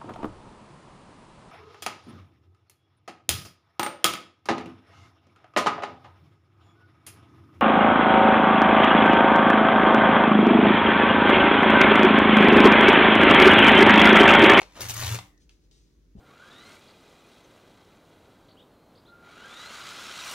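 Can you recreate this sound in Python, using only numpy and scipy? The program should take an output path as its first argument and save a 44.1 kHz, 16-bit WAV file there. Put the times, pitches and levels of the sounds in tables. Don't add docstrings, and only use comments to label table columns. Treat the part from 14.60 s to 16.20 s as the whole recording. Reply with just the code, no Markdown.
import sys
import numpy as np
from scipy import signal
from scipy.fft import rfft, irfft, next_fast_len
from scipy.io import wavfile
from scipy.ndimage import map_coordinates

SR = 44100
rng = np.random.default_rng(int(sys.argv[2]) if len(sys.argv) > 2 else 0)


def to_wav(sig):
    pcm = np.clip(np.atleast_2d(sig), -1, 1) * 32767
    pcm = np.round(pcm).astype(np.int16)
    wavfile.write(sys.argv[1], SR, pcm.T)


N = 70560
T = np.arange(N) / SR

# (frequency [Hz], relative level [dB])
AIR_SPECTRUM = [(25, -27), (45, 7), (90, -4), (160, -4.5), (220, -9), (320, -5.5), (450, -13.5),
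                (700, -29.5), (1500, -30.5), (3000, -33.5), (6500, -31), (7600, -41), (15500, -41)]
# (frequency [Hz], correlation [-])
AIR_CORRELATION = [(60, 0.85), (300, 0.72), (1000, 0.17), (3000, 0.17)]
# (time [s], level [dB])
SLIDE_LEVEL = [(0, -47.5), (.04, -59), (.09, -60.5), (.143, -55.5), (.168, -47), (.195, -48.5),
               (.22, -37.5), (.24, -42.5), (.257, -37.5), (.28, -45), (.302, -34.5), (.33, -43.5),
               (.365, -38.5), (.41, -35.5), (.465, -36), (.52, -37.5), (.55, -35), (.578, -47),
               (.61, -56.5), (.66, -61), (.73, -82)]
# (frequency [Hz], relative level [dB])
SLIDE_SPECTRUM = [(60, 5), (200, -4.5), (550, -9.5), (1100, -5.5), (2300, -5), (4500, -4), (6700, -4),
                  (7600, -5.5), (11000, -10), (15500, -16.5)]
# (frequency [Hz], bandwidth [Hz], gain [dB])
COVER_MODES = [(572, 63, 0), (953, 52, 0), (1136, 60, -9), (2190, 34, -12.5)]
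# (time [s], level [dB], attack [s], t60 [s])
GRIPS = [(.012, -53, 0.0084, 0.22), (.148, -46.5, 0.021, 0.31), (.19, -48, 0.0081, 0.39)]
# (frequency [Hz], relative level [dB])
GRIP_SPECTRUM = [(60, -21), (180, 3), (270, 4.5), (420, 4.5), (580, 9.5), (800, -3), (1150, 4.5),
                 (1800, -17), (4000, -7), (12000, -45)]
# (time [s], level [dB], centre [Hz], half-width [oct], t60 [s])
SNAPS = [(0.0172, -28, 1060, 0.86, 0.006), (0.03, -40, 1990, 1.94, .016), (.1535, -51, 1690, 1.4, 0.013),
         (0.4199, -32, 2630, 1, 0.0077), (0.433, -33, 1500, 4.8, 0.023), (0.4674, -28, 3240, 1.3, 0.0074),
         (0.4876, -37, 3780, 3.9, 0.0064), (.588, -30.5, 1800, 1.96, .016),
         (0.7775, -61.5, 4960, 0.76, 0.016), (0.8939, -44.5, 3560, 1.34, 0.0042),
         (.899, -70, 1880, 1.6, 0.18), (1.113, -56, 4840, .9, .01)]
# (time [s], level [dB])
KNOCKS = [(0.0174, -52), (0.539, -42)]
# (frequency [Hz], gain [dB], t60 [s])
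BOOK_MODES = [(182.6, -5.5, 0.47), (297.6, -15.5, 0.92), (395, 13, 0.047), (441, 1, 0.15),
              (553.5, 6, 0.094)]
# (time [s], upper mode level [dB], lower mode level [dB])
DRONE_LEVELS = [(.14, -87, -85), (.2, -60.5, -50), (0.236, -44.5, -46.5), (.33, -45, -54), (.39, -40, -54),
                (0.446, -36.5, -39.5), (0.483, -42, -33.5), (0.521, -27, -41.5), (.548, -31, -50),
                (.59, -45, -58), (.65, -61, -61), (.76, -99, -108)]
# (time [s], duration [s], level [dB])
SWISHES = [(0.203, .027, -34), (0.285, 0.028, -33), (0.336, 0.012, -34), (0.363, 0.013, -34),
           (0.399, 0.0047, -33), (0.461, 0.0075, -37.5)]
# (frequency [Hz], relative level [dB])
SWISH_SPECTRUM = [(300, -3.5), (1200, -3.5), (3000, -5), (6200, 5), (7800, -1), (10500, -1.5),
                  (14000, -2.5), (15800, -8)]
# (time [s], frequency [Hz], level [dB])
ZIP_GLIDE = [(.6, 2137, -70), (.7, 2000, -78), (.78, 1855, -75.5), (.83, 1760, -97)]
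# (time [s], level [dB], attack [s], t60 [s])
BRUSHES = [(.79, -68.5, 0.031, 0.16), (.897, -69.5, 0.014, 0.33), (1.0, -77.5, 0.047, 0.16),
           (1.1105, -66.5, 0.0026, 0.49), (1.14, -76.5, 0.034, 1)]
# (frequency [Hz], relative level [dB])
BRUSH_SPECTRUM = [(500, -4.5), (1500, -13.5), (2600, -4), (4000, 3), (6500, 1), (8000, -3.5), (11000, -19),
                  (15500, -24)]
# (time [s], level [dB], attack [s])
THUDS = [(1.34, -53, .12), (1.552, -42, 0.0035), (1.585, -48, 0.0079)]
# (frequency [Hz], gain [dB], t60 [s])
TABLE_MODES = [(79, -1, 0.15), (132, 8.5, 0.051), (189, 5.5, 0.09), (397, -9, 0.089)]
# (time [s], level [dB], attack [s], t60 [s])
RUBS = [(1.553, -48, 0.029, 1)]
# (frequency [Hz], relative level [dB])
RUB_SPECTRUM = [(25, 5), (70, 5.5), (250, -12), (600, -15), (1000, -30), (3000, -37.5), (8000, -45),
                (15000, -59)]
# (frequency [Hz], gain [dB])
ROOM_SEND = [(100, -25), (500, -4.5), (2000, 1), (6000, -4), (14000, -1)]
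# (frequency [Hz], t60 [s])
ROOM_T60 = [(150, 0.81), (1000, 0.34), (4000, 0.3), (14000, 0.34)]
# (frequency [Hz], correlation [-])
ROOM_CORRELATION = [(100, 0.028), (500, 0.66), (1300, 0.13), (3000, 0.2)]
# (frequency [Hz], left minus right [dB])
BALANCE = [(100, 1), (1000, 2), (5000, 1.5), (6500, 6), (8000, -1.5), (10000, 4.5), (12000, 0.5),
           (13300, 11.5), (14500, 6), (15500, -1)]


def amp(db):
    return 10 ** (np.asarray(db) / 20)


def unit_rms(x):
    return x / np.sqrt(np.mean(x ** 2) + 1e-20)


def log_interp(points, hz):
    knots_hz, values = np.transpose(points)
    return np.interp(np.log(hz + 1), np.log(knots_hz + 1), values)


def curves(rows):
    times_s, *columns = np.transpose(rows)
    return [np.interp(T, times_s, column) for column in columns]


def wobble(rate_hz):
    return map_coordinates(rng.standard_normal(4096), [T * rate_hz], mode="wrap")


def filtered(x, response):
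    size = next_fast_len(N + SR // 2)
    return irfft(rfft(x, size) * response(np.fft.rfftfreq(size, 1 / SR)), size)[..., :N]


def coloured(x, spectrum):
    return unit_rms(filtered(x, lambda hz: amp(log_interp(spectrum, hz))))


def spread(pair, correlation):
    angle = lambda hz: np.arccos(np.clip(log_interp(correlation, hz), -1, 1)) / 2
    mid, side = filtered(pair, lambda hz: np.array([np.cos(angle(hz)), np.sin(angle(hz))]))
    return np.array([mid + side, mid - side])


def placed(x, left_lead_s):
    return filtered(x, lambda hz: np.exp(1j * np.pi * hz * left_lead_s * np.array([[1], [-1]])))


def fibres(rate_hz, scatter_db):
    impulses = (rng.random(N) < rate_hz / SR) * rng.standard_normal(N)
    return impulses * amp(scatter_db * rng.standard_normal(N))


def ring(start_s, modes, attack_s):
    age_s = np.maximum(T - start_s, 0)
    ringing = sum(amp(db - 60 * age_s / t60_s) * np.sin(2 * np.pi * hz * age_s)
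                  for hz, db, t60_s in modes)
    return (1 - np.exp(-age_s / attack_s)) * ringing


def strokes(rows):
    envelope = np.zeros(N)
    for start_s, db, attack_s, t60_s in rows:
        rise = np.clip((T - start_s) / attack_s, 0, 1)
        envelope += rise * amp(db - 60 * np.maximum(T - start_s - attack_s, 0) / t60_s)
    return envelope


def room_tone(air_db=-63.5, hum_hz=49.3, hum_db=-61):
    air = spread(coloured(rng.standard_normal((2, N)), AIR_SPECTRUM), AIR_CORRELATION)
    hum = np.sqrt(2) * np.sin(2 * np.pi * hum_hz * T + 0.66 * wobble(18)) * amp(0.5 * wobble(11.1))
    return amp(air_db) * air + amp(hum_db) * hum


def cover(friction):
    resonances = lambda hz: sum(amp(db) * 1j * hz * width_hz / (mode_hz**2 - hz**2 + 1j * hz * width_hz)
                                for mode_hz, width_hz, db in COVER_MODES)
    return unit_rms(filtered(friction, lambda hz: 1 + resonances(hz)))


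def ribbon_slide(slip_hz=92.32, jitter=0.15, depth_db=10, treble_hz=4720, slack_db=-35):
    level_db, = curves(SLIDE_LEVEL)
    cycles = np.cumsum(slip_hz * (1 + jitter * wobble(119.96))) / SR
    slip_db = depth_db * np.cos(np.pi * cycles) ** 4
    friction = fibres(rate_hz=18000, scatter_db=1) * amp(slip_db + 0.88 * wobble(400))
    rasp = cover(coloured(friction, SLIDE_SPECTRUM))
    body = filtered(rasp, lambda hz: 1 / (1 + (hz / treble_hz) ** 2))
    treble_db = 0.74 * np.minimum(level_db - slack_db, 0)
    return amp(level_db) * (body + (rasp - body) * amp(treble_db))


def grips():
    return strokes(GRIPS) * coloured(fibres(rate_hz=4300, scatter_db=0.5), GRIP_SPECTRUM)


def ribbon_snaps(impulse_ratio=0.5, skirt_db=-18, cloth_cutoff_hz=8100):
    out = np.zeros(N)
    for start_s, db, centre_hz, width_oct, t60_s in SNAPS:
        decay = (T >= start_s) * amp(-60 * np.maximum(T - start_s, 0) / t60_s)
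        crackle = unit_rms(decay * rng.standard_normal(N))
        impulse = unit_rms(signal.unit_impulse(N, round(start_s * SR)))
        peak = lambda hz: np.exp(-(np.log2((hz + 1) / centre_hz) / width_oct) ** 2)
        response = lambda hz: (peak(hz) + amp(skirt_db)) / (1 + (hz / cloth_cutoff_hz) ** 4)
        crack = filtered(crackle + impulse_ratio * impulse, response)
        out += amp(db) * unit_rms(crack) * np.sqrt(np.mean(decay ** 2))
    return out


def book_knocks():
    return sum(amp(db) * ring(start_s, BOOK_MODES, attack_s=0.0076) for start_s, db in KNOCKS)


def ribbon_drone(modes_hz=(114, 88), in_phase_s=0.41, wander_rad=0.27):
    out = np.zeros(N)
    for hz, db in zip(modes_hz, curves(DRONE_LEVELS)):
        phase_rad = 2 * np.pi * hz * (T - in_phase_s) + wander_rad * wobble(23.3)
        out += amp(db) * np.sqrt(2) * np.cos(phase_rad)
    return out


def edge_swishes():
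    arches = np.zeros(N)
    for start_s, duration_s, db in SWISHES:
        progress = np.clip((T - start_s) / duration_s, 0, 1)
        arches += amp(db) * np.sqrt(np.abs(np.sin(np.pi * progress)))
    friction = fibres(rate_hz=16000, scatter_db=1.5) * amp(3 * wobble(302.3))
    return arches * coloured(friction, SWISH_SPECTRUM)


def weave_zip():
    hz, db = curves(ZIP_GLIDE)
    gate = (T > ZIP_GLIDE[0][0]) & (T < ZIP_GLIDE[-1][0])
    roughness = wobble(280) + 1j * wobble(250)
    carrier = np.exp(2j * np.pi * np.cumsum(hz) / SR)
    return amp(db) * gate * np.real(roughness * carrier)


def loose_ends(touch_s=1.57, touch_db=-69, rise_s=0.037):
    fingertips = amp(touch_db) * np.clip((T - touch_s) / rise_s, 0, 1)
    friction = coloured(fibres(rate_hz=20000, scatter_db=2), BRUSH_SPECTRUM)
    return (strokes(BRUSHES) + fingertips) * friction


def hand_landing():
    thuds = sum(amp(db) * ring(start_s, TABLE_MODES, attack_s) for start_s, db, attack_s in THUDS)
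    return thuds + strokes(RUBS) * coloured(rng.standard_normal(N), RUB_SPECTRUM)


def reflections(x, path_s=0.07, early_db=7, early_t60_s=0.055):
    send = filtered(x, lambda hz: amp(log_interp(ROOM_SEND, hz)))
    hop, wet = round(path_s * SR), np.zeros((2, N + SR))
    for start in range(0, N, hop):
        hz, age_s, noise = signal.stft(rng.standard_normal((2, SR // 3)), SR, nperseg=256)
        early = amp(early_db - 60 * age_s / early_t60_s)
        tail = amp(-60 * age_s / log_interp(ROOM_T60, hz)[:, None])
        response = signal.istft(noise * (early + tail), SR, nperseg=256)[1]
        response /= np.linalg.norm(response[0])
        echoes = signal.fftconvolve(send[None, start:start + hop], response, axes=1)
        wet[:, start:start + echoes.shape[1]] += echoes
    return spread(wet[:, :N], ROOM_CORRELATION)


def scene():
    at_book = ribbon_slide() + edge_swishes() + ribbon_snaps() + grips()
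    at_cloth = loose_ends() + weave_zip() + hand_landing()
    direct = placed(at_book, left_lead_s=-53e-6) + placed(at_cloth, left_lead_s=335e-6)
    mix = direct + reflections(at_book + at_cloth) + ribbon_drone() + book_knocks()
    balanced = filtered(mix, lambda hz: amp(log_interp(BALANCE, hz) * np.array([[0.5], [-0.5]])))
    return balanced + room_tone()


def record(dry, low_cut_hz=33, band_limit_hz=15800):
    highpass = signal.butter(2, low_cut_hz, "highpass", fs=SR, output="sos")
    return filtered(signal.sosfilt(highpass, dry), lambda hz: hz < band_limit_hz)


dry = scene()
out = record(dry)
to_wav(out)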